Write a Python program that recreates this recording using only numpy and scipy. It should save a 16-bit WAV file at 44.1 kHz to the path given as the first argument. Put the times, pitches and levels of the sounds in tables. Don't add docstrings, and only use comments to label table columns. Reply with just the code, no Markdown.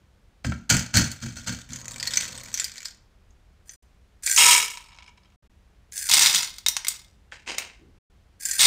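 import sys
import numpy as np
from scipy import signal
from scipy.fft import rfft, irfft
from scipy.io import wavfile
from scipy.ndimage import uniform_filter1d, map_coordinates

SR = 44100
rng = np.random.default_rng(int(sys.argv[2]) if len(sys.argv) > 2 else 0)


def generate_wav(sig):
    pcm = np.round(np.clip(np.atleast_2d(sig).T, -1, 1) * 32767).astype(np.int16)
    wavfile.write(sys.argv[1], SR, pcm)


N = 381906
TIME = np.arange(N) / SR

# start_s, rise_s, crunch_db, thud_db
THRUSTS = [(0.44, 0.0099, -35.5, -23), (0.692, 0.012, -15, -19.5), (0.933, 0.027, -15.5, -17),
           (1.211, 0.022, -34, -30.5), (1.345, 0.026, -40, -45), (1.46, 0.016, -27.5, -31),
           (1.68, 0.046, -44, -40.5)]
CRUNCH_FALL_DB_PER_S = 169.5
THUD_RISE_S, THUD_HOLD_S, THUD_FALL_DB_PER_S = 0.034, 0.015, 172.5
# start_s, strength_db, pitch_hz, treble_db
KNOCKS = [(0.446, -19, 1615, -34.5), (0.52, -20.5, 1368, -42.5), (7.322, -27.5, 1300, -41.5)]
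DRAG_S, DRAG_RISE_S, DRAG_HOLD_S, DRAG_FALL_DB_PER_S = 1.66, 0.25, 0.45, 37
DRAG_DB, RUMBLE_DB = -53.5, -48.5
# time_s, level_db
LIFT = [(1.05, -58.5), (1.66, -49), (1.95, -42), (2.13, -33.5), (2.19, -26), (2.3, -41.5), (2.5, -46),
        (2.61, -34.5), (2.72, -46.5), (2.87, -42.5), (3.02, -83)]
# start_s, strength_db, pitch_hz, treble_db
SNAPS = [(0.7003, -2, 4490, -0.5), (0.7678, -7.5, 6950, -9), (0.794, -10.5, 6490, -19.5),
         (0.9708, 2.5, 4450, -11.5), (1.1164, -17, 4350, 1), (1.7329, -16.5, 6430, -26),
         (1.7602, -18, 6600, -18), (1.815, -25, 6500, -20), (1.8812, -17, 6500, -17),
         (1.9185, -22, 7500, -8), (1.999, -14.5, 4930, -43.5), (2.0282, -9.5, 4580, -34),
         (2.0733, -7, 4390, -13.5), (2.137, -9, 4930, -25), (2.1722, 1, 6140, -20.5),
         (2.377, -21.5, 8600, -15), (2.435, -24.5, 2090, -5.5), (2.5414, -7, 5940, -9.5),
         (2.575, -12, 6140, -20), (2.598, -4.5, 7300, -39), (2.6433, -9, 4720, -6),
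         (2.7808, -20, 4800, -33), (2.8558, -13, 4950, -17.5), (3.3069, -48.5, 6500, -33.5),
         (3.6939, -22.5, 6170, -32), (4.2348, -19.5, 7980, -26), (4.2625, -4, 7500, -5.5),
         (4.2754, -7.5, 2330, -32), (4.3138, -2.5, 7350, -16.5), (4.363, 2, 6170, -10),
         (5.923, -24.5, 6760, -24), (5.9784, -12, 9320, -0.5), (8.4535, -7, 7540, 9),
         (8.5125, -6, 7400, -11)]
JOSTLE_S, JOSTLE_DB = 3.65, -49.5
# tipped_s, lands_s, shower_hold_s, slide_db, shower_db
POURS = [(4.223, 4.366, 0.15, -23, -13), (5.911, 6.086, 0.155, -30.5, -16),
         (8.392, 8.589, 0.16, -28.5, -13.5)]
SLIDE_RISE_S, SLIDE_FALL_DB_PER_S = 0.076, 219.5
SHOWER_RISE_S, SHOWER_FALL_DB_PER_S = 0.022, 150
SETTLE_DELAY_S, SETTLE_RISE_S, SETTLE_HOLD_S, SETTLE_FALL_DB_PER_S, SETTLE_DB = 0.27, 0.083, 0.37, 70.5, -52
# start_s, strength_db, pitch_hz, treble_db
DROPS = [(4.3773, -1.5, 2830, -15), (4.4034, -10, 5200, -22.5), (4.773, -21, 2260, -20),
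         (4.9867, -30.5, 2260, -40.5), (5.0241, -34.5, 2300, -45), (5.0795, -32, 2260, -41.5),
         (6.0956, -4, 4500, -7), (6.1373, 3, 4990, -11.5), (6.2605, 3.5, 3750, -43.5),
         (6.347, -1, 6930, -20), (6.3686, -11.5, 5900, -9), (6.431, -9, 6880, -53),
         (6.584, -20.5, 4620, -17), (6.6632, 0, 3690, -25.5), (6.6845, 1, 5700, -9.5),
         (6.767, -5.5, 5760, -32), (6.8478, -14, 2180, -23.5), (6.8693, -12, 3680, -21.5),
         (6.8834, -2, 8300, 2), (7.5836, -7.5, 2190, -17), (8.5929, -4.5, 3880, -22.5)]
# start_s, level_db
CLUMPS = [(6.338, -21), (6.87, -33)]
CLUMP_RISE_S, CLUMP_FALL_DB_PER_S = 0.0087, 165
# start_s, rise_s, level_db
SCUFFS = [(7.314, 0.0079, -41.5), (7.461, 0.033, -27), (7.575, 0.012, -32.5)]
SCUFF_FALL_DB_PER_S = 176
SHUFFLE_S, SHUFFLE_RISE_S, SHUFFLE_HOLD_S, SHUFFLE_FALL_DB_PER_S, SHUFFLE_DB = 7.78, 0.04, 0.04, 120, -56
# from_s, to_s
SILENCES = [(3.76, 3.825), (5.36, 5.425), (5.475, 5.497), (7.985, 8.1)]
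TOP_HZ = 15600

# frequency_hz, level_db
KNOCK_COLOUR = [(290, -37.5), (500, -2.5), (1190, -9), (1660, -0.5), (4100, -17), (7580, -24.5),
                (14000, -49.5)]
HEAP_COLOUR = [(280, -43), (480, -8), (1160, -11.5), (1490, -1.5), (1720, -6), (4030, -12), (4270, -4),
               (5560, -9), (6260, -1), (8270, -11), (10800, -29.5), (14900, -22), (16000, -35)]
LOAD_COLOUR = [(240, -50), (400, -25.5), (979, -20.5), (1160, -21), (1930, -6), (2800, -13), (4380, -8),
               (5690, -6.5), (6150, -5.5), (7750, -5), (10700, -25), (14400, -17), (16000, -36)]
SCOOP_COLOUR = [(290, -53.5), (500, -28.5), (1260, -28), (1640, -9), (1950, -15), (2290, -14), (3980, -23),
                (4340, -13.5), (5550, -10.5), (7310, -5), (9490, -4), (10800, -17), (14700, -9),
                (16000, -21.5)]
METAL_COLOUR = [(35, -53), (60, -23.5), (330, -27), (440, -15), (621, -23.5), (975, -8), (1170, -10),
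                (1550, -13.5), (2300, -2.5), (4320, -10.5), (6900, -5), (11000, -16), (14900, -16),
                (16000, -32)]
SETTLING_COLOUR = [(290, -56), (500, -29.5), (950, -3.5), (1960, -14.5), (2290, -5), (6590, -16.5),
                   (14000, -49)]
BED_COLOUR = [(41, -55.5), (70, -22), (166, -18.5), (204, -25), (620, -23.5), (913, -13.5), (1580, -12),
              (2070, -10), (2980, -8.5), (3820, -6), (7060, -7), (10900, -19), (14600, -20.5), (16000, -22)]
RIM_COLOUR = [(88, -54), (150, -13), (637, -9), (805, -7.5), (1310, -10.5), (2700, -0.5), (3290, -7.5),
              (3770, -7.5), (7620, -14.5), (10800, -36), (14800, -44), (16000, -56)]
SHUFFLE_COLOUR = [(35, -30), (60, -2), (310, -3), (359, 1), (656, -32), (1050, -28), (2000, -31),
                  (2600, -59), (4400, -120)]
# frequency_hz, level_db
AIR_COLOUR = [(15, -36.5), (25, -9), (59, -5), (157, -22), (195, -18), (229, -26), (607, -31), (1190, -35),
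              (1610, -35.5), (2760, -39), (6560, -46), (16000, -58.5)]
AIR_DB = -57

# frequency_hz, width_hz, lift_db
GLASS_MODES = [(1490, 230, 7), (2307, 54, 5), (3250, 230, 1), (4350, 41, 7), (6140, 240, -4.5),
               (6950, 43, 1.5), (7560, 150, -6), (8000, 33, 3.5)]
DRAG_MODES = [(538, 160, 0.5), (725, 120, -6.5), (976, 260, 3)]
SCOOP_MODES = [(1614, 69, 7.4), (1880, 230, 8.2), (2370, 120, 5), (3440, 120, 6), (4350, 90, 11),
               (4950, 220, 3), (6170, 300, 3.6), (7300, 260, 3), (9000, 130, 4), (9440, 97, 8.8),
               (11700, 320, 3)]
POT_MODES = [(976, 51, 12), (1300, 54, 7), (1740, 47, 4), (2260, 60, 2), (2840, 40, 3.9), (3210, 110, 1.1),
             (3850, 110, 5.9), (5200, 120, 11), (6760, 61, 2.7), (7140, 40, 3), (8380, 580, 6),
             (9270, 98, 6.8)]
BED_MODES = [(2110, 91, 5), (3750, 110, 1), (4970, 340, -2), (5910, 95, -2), (6930, 120, 0.5),
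             (8470, 260, 3.5), (9270, 360, 1.5), (14440, 1000, 1.5)]
TABLE_MODES = [(79.6, 4.1, 2), (99, 37, -3.5), (121, 12, 4.5), (176, 12, -3), (225, 10, 1)]


def pot():
    first_lands_s, covered_s = POURS[0][1], POURS[1][0]
    settle_s = first_lands_s + SETTLE_DELAY_S
    bouncing = undb(SETTLE_DB) * swell(settle_s, SETTLE_RISE_S, SETTLE_HOLD_S, SETTLE_FALL_DB_PER_S)
    clumps = sum(undb(db) * swell(s, CLUMP_RISE_S, 0, CLUMP_FALL_DB_PER_S) for s, db in CLUMPS)

    shower = rattle(showers(POURS[:1]), rate=1100, spread_db=4.0, decay_s=0.003, focus_db=4.0)
    settle = rattle(bouncing, rate=93, spread_db=1.0, decay_s=0.004, focus_db=6)
    later = rattle(showers(POURS[1:]) + clumps, rate=550, spread_db=3.0, decay_s=0.0037, focus_db=5.5)

    bare = body(SETTLING_COLOUR, POT_MODES, ring_db=-5)
    bed = body(BED_COLOUR, BED_MODES, ring_db=-3.0)
    early_drops = [row for row in DROPS if row[0] < covered_s]
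    late_drops = [row for row in DROPS if row[0] > covered_s]
    on_bare = clicks(early_drops, bare, decay_s=0.0029, chatter=0.11, focus_db=11)
    on_bed = clicks(late_drops, bed, decay_s=0.0046, chatter=0.13, focus_db=5.0)

    bare_pot = convolve(shower, body(METAL_COLOUR, POT_MODES, ring_db=-2.0))
    bare_pot = bare_pot + undb(-3.0) * convolve(settle, bare) + undb(10.5) * on_bare
    return bare_pot + convolve(later, bed) + undb(10.0) * on_bed


def showers(pours):
    return sum(undb(db) * swell(lands, SHOWER_RISE_S, hold, SHOWER_FALL_DB_PER_S)
               for _, lands, hold, _, db in pours)


def digging():
    push = sum(undb(db) * swell(s, rise, 0, CRUNCH_FALL_DB_PER_S) for s, rise, db, _ in THRUSTS)
    crunch = rattle(push, rate=1800, spread_db=7.0, decay_s=0.0049, focus_db=4)
    crunch = convolve(crunch, body(HEAP_COLOUR, GLASS_MODES, ring_db=-8.0))

    knock_body = body(KNOCK_COLOUR, GLASS_MODES, ring_db=-10.5)
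    knocks = clicks(KNOCKS, knock_body, decay_s=0.0059, chatter=0.25, focus_db=4.5)

    drag = rattle(undb(DRAG_DB) * dragging(), rate=830, spread_db=5, decay_s=0.0033, focus_db=-21.5)
    drag = ring(drag, DRAG_MODES)
    drag = ring(drag, [(740, 904, 0.001)])

    lift = undb(np.interp(TIME, *np.transpose(LIFT), left=-np.inf, right=-np.inf))
    rustle = rattle(lift, rate=230, spread_db=3.0, decay_s=0.0033, focus_db=7.5)
    rustle = convolve(rustle, body(LOAD_COLOUR, GLASS_MODES, ring_db=-2))
    rustle = wander(rustle, depth_s=0.001, rate=14)
    return undb(15.5) * knocks + undb(-2.0) * crunch + undb(14.0) * drag + undb(-1.5) * rustle


def dragging():
    return swell(DRAG_S, DRAG_RISE_S, DRAG_HOLD_S, DRAG_FALL_DB_PER_S)


def scoop():
    slide = sum(undb(db) * swell(tipped, SLIDE_RISE_S, lands - tipped - SLIDE_RISE_S, SLIDE_FALL_DB_PER_S)
                for tipped, lands, _, db, _ in POURS)
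    slide = slide + undb(JOSTLE_DB) * swell(JOSTLE_S, SLIDE_RISE_S, 0, SLIDE_FALL_DB_PER_S)
    skid = rattle(slide, rate=1000, spread_db=5.5, decay_s=0.0034, focus_db=2)
    skid = convolve(skid, body(SCOOP_COLOUR, SCOOP_MODES, ring_db=0.0))
    skid = wander(skid, depth_s=0.0008, rate=16)
    snap_body = body(LOAD_COLOUR, SCOOP_MODES, ring_db=-7.5)
    snaps = clicks(SNAPS, snap_body, decay_s=0.0054, chatter=0.15, focus_db=12.5)
    return undb(-2) * skid + undb(9.5) * snaps


def rim():
    rub = sum(undb(db) * swell(s, rise, 0, SCUFF_FALL_DB_PER_S) for s, rise, db in SCUFFS)
    slips = rattle(rub, rate=1300, spread_db=5.0, decay_s=0.0028, focus_db=-14)
    return undb(-3) * convolve(slips, body(RIM_COLOUR, BED_MODES, ring_db=-6.0))


def table():
    push = sum(undb(db) * swell(s, THUD_RISE_S, THUD_HOLD_S, THUD_FALL_DB_PER_S) for s, _, _, db in THRUSTS)
    push = push + undb(RUMBLE_DB) * dragging()
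    shake = ring(rng.standard_normal(N), TABLE_MODES)
    shake = shake / np.sqrt(uniform_filter1d(shake ** 2, size=1200))
    return signal.sosfilt(signal.butter(6, 300, fs=SR, output="sos"), push * shake)


def shuffle():
    gain = undb(SHUFFLE_DB) * swell(SHUFFLE_S, SHUFFLE_RISE_S, SHUFFLE_HOLD_S, SHUFFLE_FALL_DB_PER_S)
    return gain * convolve(rng.standard_normal(N), colour(SHUFFLE_COLOUR))


def room(x, wet_db, t60_mid, t60_top):
    t = TIME[:SR * 3 // 4]
    low_pass = signal.butter(2, 4500, fs=SR, output="sos")
    high_pass = signal.butter(2, 4500, "high", fs=SR, output="sos")
    low = signal.sosfilt(low_pass, rng.standard_normal(len(t)))
    high = signal.sosfilt(high_pass, rng.standard_normal(len(t)))
    tail = low * np.exp(-np.log(1000) * t / t60_mid)
    tail = tail + undb(1.0) * high * np.exp(-np.log(1000) * t / t60_top)
    tail *= 1 - np.exp(-(t / 0.0023) ** 2)
    return x + undb(wet_db) * convolve(x, unit(tail) / np.sqrt(len(t)))


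def air():
    return undb(AIR_DB) * unit(convolve(rng.standard_normal(N), colour(AIR_COLOUR, size=8192)))


def rattle(gain, rate, spread_db, decay_s, focus_db, count=10):
    density = rate * (gain / gain.max()) ** 0.28
    hits = np.flatnonzero(rng.random(N) < density / SR)
    sizes = undb(spread_db * np.minimum(rng.exponential(size=N), 3)) * rng.choice([-1, 1], N)
    kinds = rng.integers(0, count, N)
    out = 0
    for kind, hz in enumerate(np.geomspace(2200, 9500, count)):
        train = np.zeros(N)
        own = hits[kinds[hits] == kind]
        train[own] = sizes[own]
        tick = contact(decay_s, 0.33)
        tick = tick + ring(tick, [(hz, 0.078 * hz, focus_db)])
        out = out + convolve(train, tick / np.linalg.norm(tick))
    power = np.abs(uniform_filter1d(out ** 2, size=1800))
    return gain * out / np.sqrt(power + 0.27 * density / SR + 1e-9)


def clicks(events, response, decay_s, chatter, focus_db):
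    out = np.zeros(N + SR)
    usual_db = np.median(np.array(events)[:, 3])
    for s, db, hz, treble_db in events:
        blow = signal.fftconvolve(contact(decay_s, chatter), response)
        blow = blow + ring(blow, [(hz, 0.069 * hz, focus_db)])
        treble = signal.lfilter(*signal.butter(1, 11000, "high", fs=SR), blow)
        blow = blow + (undb(1.7 * (treble_db - usual_db)) - 1) * treble
        start = int(s * SR)
        out[start:start + len(blow)] += undb(db) * blow / np.linalg.norm(blow)
    return out[:N]


def contact(decay_s, chatter, size=1024):
    burst = chatter * rng.standard_normal(size) * np.exp(-np.arange(size) / SR / decay_s)
    burst[0] += 1
    return burst / np.linalg.norm(burst)


def body(points, modes, ring_db):
    direct = colour(points)
    return unit(direct + undb(ring_db) * ring(direct, modes)) / np.sqrt(len(direct))


def ring(x, modes):
    return sum(undb(db) * signal.lfilter(*signal.iirpeak(hz, hz / width, fs=SR), x) for hz, width, db in modes)


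def colour(points, size=2048):
    hz, db = np.transpose(points)
    f = np.maximum(np.arange(size // 2 + 1) * SR / size, 1)
    gain = undb(np.interp(np.log(f), np.log(hz), db))
    cepstrum = irfft(np.log(gain))
    cepstrum[1:size // 2] *= 2
    cepstrum[size // 2 + 1:] = 0
    return unit(irfft(np.exp(rfft(cepstrum)))) / np.sqrt(size)


def wander(x, depth_s, rate):
    hold = int(SR / rate)
    drift = np.repeat(rng.standard_normal(N // hold + 1), hold)[:N]
    drift = uniform_filter1d(uniform_filter1d(drift, hold), hold)
    return map_coordinates(x, [np.arange(N) + depth_s * SR * drift], order=5)


def swell(start, rise, hold, fall_db_per_s):
    age = TIME - start
    return np.clip(age / rise, 0, 1) * undb(-fall_db_per_s * np.clip(age - rise - hold, 0, 2))


def convolve(x, response):
    return signal.oaconvolve(x, response)[:len(x)]


def undb(db):
    return 10 ** (np.asarray(db) / 20)


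def unit(x):
    return x / np.sqrt(np.mean(x ** 2) + 1e-20)


def scene():
    beads = room(digging() + scoop() + pot() + rim(), wet_db=-9, t60_mid=0.38, t60_top=0.2)
    return (beads + table() + air() + shuffle())[None]


def record(dry):
    live = np.ones(N)
    for start, end in SILENCES:
        live[int(start * SR):int(end * SR)] = 0
    sound = np.tanh(dry) * uniform_filter1d(live, size=128)
    return signal.sosfilt(signal.ellip(10, 0.2, 70, TOP_HZ, fs=SR, output="sos"), sound)


dry = scene()
out = record(dry)
generate_wav(out)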